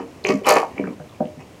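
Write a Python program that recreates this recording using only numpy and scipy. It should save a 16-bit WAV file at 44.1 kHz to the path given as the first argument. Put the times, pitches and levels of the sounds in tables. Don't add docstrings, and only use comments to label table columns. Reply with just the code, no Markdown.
import sys
import numpy as np
from scipy import signal
from scipy.fft import rfft, irfft
from scipy.io import wavfile
from scipy.ndimage import uniform_filter1d

SR = 44100
rng = np.random.default_rng(int(sys.argv[2]) if len(sys.argv) > 2 else 0)


def gain_from_db(level_db):
    decades = np.asarray(level_db, float) / 20
    return 10 ** decades


def wav_out(sig):
    wavfile.write(sys.argv[1], SR, np.round(np.clip(np.atleast_2d(sig).T, -1, 1) * 32767).astype(np.int16))


N = 70560

# (frequency [Hz], density [dB per Hz])
HUM_COLOUR = [(40, -19), (80, 1), (600, -6), (1500, -20), (2500, -18.5), (3600, -25), (6500, -27),
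              (15800, -39.5)]
# (time [s], effort [dB])
RUMMAGE_EFFORT = [(0, -39), (.035, -55.5), (.06, -61.5), (.74, -52), (.76, -47.5), (.8, -48.5), (.9, -52),
                  (.94, -59.5), (1.36, -79), (1.4, -51), (1.46, -64)]
# (time [s], effort [dB])
SHUFFLE_EFFORT = [
    (.247, -39),
    (.27, -37),
    (.3, -25.5),
    (.33, -46.5),
    (.4, -47.5),
]
# (time [s], effort [dB])
SLIDE_EFFORT = [
    (.435, -38.5),
    (.448, -39.5),
    (.462, -26),
    (.47, -17.5),
    (.5, -14),
    (.545, -35.5),
    (.565, -21.5),
    (.6, -42),
    (.65, -47),
]
# (frequency [Hz], density [dB per Hz])
SHUFFLE_SPECTRUM = [(900, 7.5), (1500, 4), (1900, 10.5), (3000, 2.5), (3650, -16), (4600, -7.5),
                    (7500, -12.5), (10000, -24.5)]
SLIDE_SPECTRUM = [(300, -22), (1120, 0.5), (1420, -42), (2360, 1), (3100, -13), (3650, -22), (4570, -15),
                  (15500, -37.5)]
# (time [s], level [dB], contact [ms], pitch share [ratio])
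DROP_BLOWS = [
    (.002, -32, 0.12, 0.99),
    (.026, -41.5, 0.43, 1.13),
    (.777, -34, 0.55, 1.03),
    (.7915, -17.5, 1.22, 1.026),
    (.836, -18.5, 2.3, 0.96),
    (.873, -30.5, 0.43, 1.1),
]
# (time [s], level [dB], contact [ms], pitch share [ratio])
NUDGE_BLOWS = [
    (.999, -34.5, 0.72, 1.01),
    (1.37, -40.5, 1.36, .99),
    (1.39, -50, 0.85, 1.03),
    (1.525, -56, 1.5, 0.86),
    (.166, -60, 1.1, 1.4),
]
# (time [s], level [dB], contact [ms], pitch share [ratio])
TIP_BLOWS = [
    (.246, -9.5, 0.49, 0.97),
    (.265, -10.5, 0.28, 1),
    (.287, -8, 0.46, 1.05),
    (.294, -9.5, 0.77, 0.94),
    (.3, -7, 0.077, 1),
    (.307, -20.5, 0.97, .86),
    (.413, -18, 1.1, 0.963),
]
# (time [s], level [dB], contact [ms], pitch share [ratio])
THUMP_BLOWS = [
    (.288, -4, 1, 0.97),
    (.3115, -10.5, 3, 0.92),
    (.327, -4, 1.9, 1.025),
    (.3415, -4, 1.6, .99),
    (.5, -17, 2, 1.03),
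    (.53, -20, 1.5, 1.05),
    (.56, -16, 0.47, .97),
    (.62, -31, 2.1, 1.01),
    (.71, -28, 0.52, 1.22),
]
# (time [s], level [dB], contact [ms], pitch share [ratio])
CRASH_BLOWS = [(.454, -23, 0.4, 1.1), (.465, -15, 0.51, 0.93), (.469, -8, 0.52, 0.98),
               (.477, -15.5, 0.31, 0.99), (.484, -13, 0.56, 1.23), (.491, -16, 0.49, 0.92),
               (.498, -16, 0.27, 1.07), (.51, -10, 0.042, 1.105), (.516, -12, 0.69, 0.96),
               (.528, -16, 0.51, 1.08), (.532, -11.5, 0.47, .97), (.548, -18, 0.28, 0.98),
               (.5575, -8, 0.42, .98), (.565, -8.5, 0.15, 1.01), (.574, -16, 0.56, .94),
               (.599, -36, 0.69, 1.2), (.609, -28, 0.45, 0.86), (.633, -33, 0.22, 1.02)]
# (time [s], level [dB], contact [ms], pitch share [ratio])
SET_BLOWS = [
    (1.201, -36, 0.44, 0.87),
    (1.205, -14, 0.83, 1.004),
    (1.223, -26.5, 1.53, 0.99),
    (1.253, -24, 1.6, 1.02),
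]
# (frequency [Hz], level [dB], t60 [s])
DROP_BODY = [(139.4, -16.5, 0.42), (194.7, -5.5, 0.39), (271, 1.5, 0.26), (346, 5, 0.062), (410, 0, 0.095),
             (472.4, -2.5, 0.19), (584, -2.5, 0.091), (657, -3, 0.065), (1104, 11, 0.01)]
NUDGE_BODY = [(151.8, 7.5, 0.28), (242, -5.5, 0.09), (270, 0, 0.061), (482, -2.5, 0.2), (589, 0.5, 0.23),
              (716, -1, 0.11), (1560, 13.5, 0.01)]
TIP_BODY = [(398.5, 3.5, 0.089), (451, 4, 0.061), (519, -2.5, 0.022), (617, -6.5, 0.13), (802, -3, 0.022),
            (1045, -6, 0.023), (1149, -11, 0.14)]
THUMP_BODY = [(148.5, -9.5, 0.23), (202, -2, 0.27), (268.3, -1, 0.275), (323, 0.5, 0.054)]
CRASH_BODY = [(363, -1.5, 0.026), (454, -0.5, 0.047), (506, -3.5, 0.071), (609, 0, 0.061),
              (726, -3.5, 0.058), (770, -2, 0.041), (860, 3, 0.029), (943, 0, 0.042), (1089, -7, 0.14),
              (1127, -0.5, 0.058), (1236, 3.5, 0.019), (1808, -2.5, 0.03), (2237, -6, 0.03),
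              (2530, -40, 0.13)]
SET_BODY = [(157, -10.5, 0.24), (228, 4, 0.079), (295, -9, 0.14), (360.6, -11.5, 0.22), (483, -3, 0.047),
            (617, 8, 0.039), (761, -1.5, 0.078), (890, -6.5, 0.029), (1636, -2.5, 0.021)]
# (time [s], peak [dB], pitch [Hz], t60 [s])
CONTACT_TICKS = [(0.25, -1, 2417, 0.0081), (0.24, -22, 4260, 0.011), (.778, -34, 2000, 0.025),
                 (0.2637, -28, 6340, 0.0071), (0.27, -13.5, 6140, 0.0082), (0.29, -7.5, 4600, 0.0027),
                 (0.29, -12.5, 2600, 0.015), (.304, -33, 8100, 0.0088), (0.34, -29.5, 6900, 0.013),
                 (0.444, -22, 3000, 0.041), (0.5, -6, 4610, 0.017), (0.54, -13, 7140, 0.0059),
                 (0.78, -13.5, 2310, 0.013), (0.84, -19.5, 1570, 0.01), (0.871, -27, 2300, 0.02),
                 (1.094, -37.5, 3500, 0.011), (1.092, -36, 1165, 0.023), (1.124, -36, 1050, 0.024),
                 (1.145, -38.5, 2400, 0.018), (1.226, -40, 1680, 0.017), (1.255, -28, 2700, 0.005),
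                 (1.393, -40, 2000, 0.022), (1.402, -34.5, 2560, 0.032), (1.422, -46, 2800, .035),
                 (1.44, -54, 2300, 0.036), (1.405, -46, 5500, .02), (1.41, -45, 6800, .015),
                 (1.419, -57, 2100, .01), (1.593, -46, 2900, .007), (0.27, -21, 7300, 0.0052),
                 (.3, -24.5, 1135, .17), (.345, -28, 615, 0.11), (.41, -29, 530, .06),
                 (.865, -27.5, 170, .2), (.893, -24, 228, 0.12), (.925, -27, 210, .08),
                 (.571, -8, 410, .05), (.6, -21.5, 360, 0.12), (0.63, -4, 800, .009),
                 (.5585, -4, 850, 0.011), (.566, -5, 990, 0.019), (.304, -13, 2200, 0.022),
                 (.836, -19, 266, .13), (1.255, -33.5, 603, 0.22), (1.37, -34, 253.6, 0.19),
                 (1.272, -39, 2400, .005), (1.312, -50, 2600, .005), (1.494, -47, 3200, 0.0049),
                 (1.545, -43, 3200, 0.009)]
# (time [s], level [dB], t60 [s])
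TIP_CRACKS = [
    (0.245, -34, 0.004),
    (.2645, -51, 0.0028),
    (.273, -38, 0.0026),
    (0.2877, -28, 0.0023),
    (.294, -36, 0.0032),
    (0.308, -34, .004),
    (.354, -38.5, 0.0053),
]
# (time [s], level [dB], t60 [s])
CRASH_CRACKS = [
    (.458, -36, 0.0056),
    (0.467, -21, 0.0096),
    (0.472, -23, 0.0027),
    (0.4885, -13.5, 0.006),
    (0.4925, -13, 0.008),
    (.476, -36, .006),
    (.5555, -31, 0.0073),
]
# (frequency [Hz], density [dB per Hz])
TIP_CRACK_SPECTRUM = [(3300, -37), (4200, 5), (6500, 6), (8000, -5), (10000, -4.5), (12500, -4),
                      (15800, -20)]
CRASH_CRACK_SPECTRUM = [(3300, -37), (3900, 6), (4700, 4), (7500, 3.5), (10000, -1), (12500, 1.5),
                        (15800, -13)]

HUM_DB, HUM_WANDER_DB = -45, 1.0
GRAIN_SPREAD_DB = 2.5
TICK_SPREAD, TICK_RISE_SHARE, TICK_RISE_MAX_S = 0.1243, .075, .004
CRACK_MAX_T60_S, CRACK_DB = .009, 4.5
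RADIATES_HZ = 121
WALL_GAP_S, WALL_HZ, WALL_BASS_DB, WALL_TREBLE_DB = .01662, 1800, -17, -4.7
ROOM_T60_S, ROOM_TREBLE_T60_S, ROOM_ONSET_S = .19, .2, .0062
ROOM_DB, ROOM_TREBLE_DB, ROOM_TOP_HZ = -6, -5, 5500
CAMERA_TOP_HZ = 15900


def level(x, db):
    return x * gain_from_db(db) / np.sqrt(np.mean(x ** 2))


def colour(x, table):
    hz, db = np.array(table, float).T
    f = np.maximum(np.arange(N // 2 + 1) * SR / N, 1)
    gain_db = np.interp(np.log(f), np.log(hz), db)
    return irfft(rfft(x) * gain_from_db(gain_db), N)


def add(out, s, sound):
    i = max(int(s * SR), 0)
    out[i:i + len(sound)] += sound[:N - i]


def hum():
    steps = np.repeat(rng.standard_normal(N // 2000 + 1), 2000)
    wander = uniform_filter1d(steps, 2000)[:N]
    tone = level(colour(rng.standard_normal(N), HUM_COLOUR), HUM_DB)
    return tone * gain_from_db(HUM_WANDER_DB * wander)


def slips(effort, rate_hz):
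    s, db = np.array(effort).T
    u = rng.random((3, N))
    slipping = u[0] < rate_hz / SR
    size = gain_from_db(-GRAIN_SPREAD_DB * np.log(1 - u[2]))
    clicks = slipping * np.sign(u[1] - .5) * size
    effort_db = np.interp(np.arange(N) / SR, s, db, left=-120, right=-120)
    return level(clicks, 0) * gain_from_db(effort_db)


def ring(x, hz, t60):
    pole = np.exp(2j * np.pi * hz / SR - np.log(1000) / (max(t60, 1e-3) * SR))
    return signal.lfilter([1], [1, -pole], x).imag


def body(blows, modes, rub=None):
    def rings(push, share):
        out = 0
        for k, (hz, db, t60) in enumerate(modes):
            out = out + (-1) ** k * gain_from_db(db) * ring(push, hz * share, t60)
        return out

    out = np.zeros(N) if rub is None else rings(rub, 0.98)
    for s, db, contact_ms, share in blows:
        phase = np.clip(np.arange(SR // 3) / (contact_ms * SR / 1000), 0, 1)
        bump = np.sin(np.pi * phase)
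        add(out, s, rings(gain_from_db(db) * bump / bump.sum(), share))
    return out


def ticks():
    out, t = np.zeros(N), np.arange(SR // 4) / SR
    for (s, db, hz, t60), turns in zip(CONTACT_TICKS, rng.random((len(CONTACT_TICKS), 2))):
        side = 0
        for k, turn in zip((-1, 1), turns):
            side = side + np.sin(2 * np.pi * (hz * (1 + k * TICK_SPREAD) * t + turn))
        rise_s = min(TICK_RISE_SHARE * t60, TICK_RISE_MAX_S)
        envelope = gain_from_db(db - 60 * t / t60) * (1 - np.exp(-(t / rise_s) ** 2))
        add(out, s, envelope * (np.sin(2 * np.pi * hz * t) + 0.33 * side))
    return out


def cracks(events, spectrum):
    out, t = np.zeros(N), np.arange(2048) / SR
    for (s, db, t60), hiss in zip(events, rng.standard_normal((len(events), 2048))):
        add(out, s, gain_from_db(db - 60 * t / min(t60, CRACK_MAX_T60_S)) * hiss)
    return gain_from_db(CRACK_DB) * colour(out, spectrum)


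def room(x):
    out, echo, gap = x.copy(), x, int(WALL_GAP_S * SR)
    for _ in range(10):
        late = np.pad(echo, (gap, 0))[:N]
        bass = signal.lfilter(*signal.butter(1, WALL_HZ, fs=SR), late)
        echo = gain_from_db(WALL_BASS_DB) * bass + gain_from_db(WALL_TREBLE_DB) * (late - bass)
        out = out + echo
    t = np.arange(SR // 2) / SR
    high_pass = signal.butter(2, 380, "high", fs=SR, output="sos")
    noise = signal.sosfilt(high_pass, rng.standard_normal(len(t)))
    low = signal.sosfilt(signal.butter(2, 1500, fs=SR, output="sos"), noise)
    tail = low * gain_from_db(-60 * t / ROOM_T60_S)
    tail = tail + (noise - low) * gain_from_db(ROOM_TREBLE_DB - 60 * t / ROOM_TREBLE_T60_S)
    tail = tail * np.clip(t / ROOM_ONSET_S, 0, 1)
    tail = tail / np.sqrt(np.sum(tail ** 2))
    dull = signal.lfilter(*signal.butter(2, ROOM_TOP_HZ, fs=SR), x)
    return out + gain_from_db(ROOM_DB) * signal.fftconvolve(dull, tail)[:N]


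def scene():
    rummage = slips(RUMMAGE_EFFORT, 1500)
    shuffle = slips(SHUFFLE_EFFORT, 2000)
    slide = slips(SLIDE_EFFORT, 3000)
    dry = gain_from_db(2.0) * colour(shuffle + rummage, SHUFFLE_SPECTRUM)
    dry = dry + gain_from_db(11.5) * colour(slide, SLIDE_SPECTRUM)
    dry = dry + gain_from_db(-2) * body(DROP_BLOWS, DROP_BODY, gain_from_db(-22.5) * rummage)
    dry = dry + gain_from_db(-2) * body(NUDGE_BLOWS, NUDGE_BODY)
    dry = dry + gain_from_db(-10.0) * body(TIP_BLOWS, TIP_BODY, gain_from_db(-14.5) * shuffle)
    dry = dry + gain_from_db(-14) * body(THUMP_BLOWS, THUMP_BODY)
    dry = dry + gain_from_db(-3.5) * body(CRASH_BLOWS, CRASH_BODY, gain_from_db(-22) * slide)
    dry = dry + gain_from_db(-2) * body(SET_BLOWS, SET_BODY)
    dry = dry + ticks()
    dry = dry + cracks(TIP_CRACKS, TIP_CRACK_SPECTRUM) + cracks(CRASH_CRACKS, CRASH_CRACK_SPECTRUM)
    dry = signal.sosfilt(signal.butter(2, RADIATES_HZ, "high", fs=SR, output="sos"), dry)
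    return (room(dry) + hum())[None]


def band_limit(x):
    return signal.sosfilt(signal.butter(12, 15990, fs=SR, output="sos"), x)


def record(dry):
    top_cut = signal.ellip(10, .2, 70, CAMERA_TOP_HZ, fs=SR, output="sos")
    mix = signal.sosfilt(top_cut, np.tanh(dry))
    return band_limit(mix)


dry = scene()
out = record(dry)
wav_out(out)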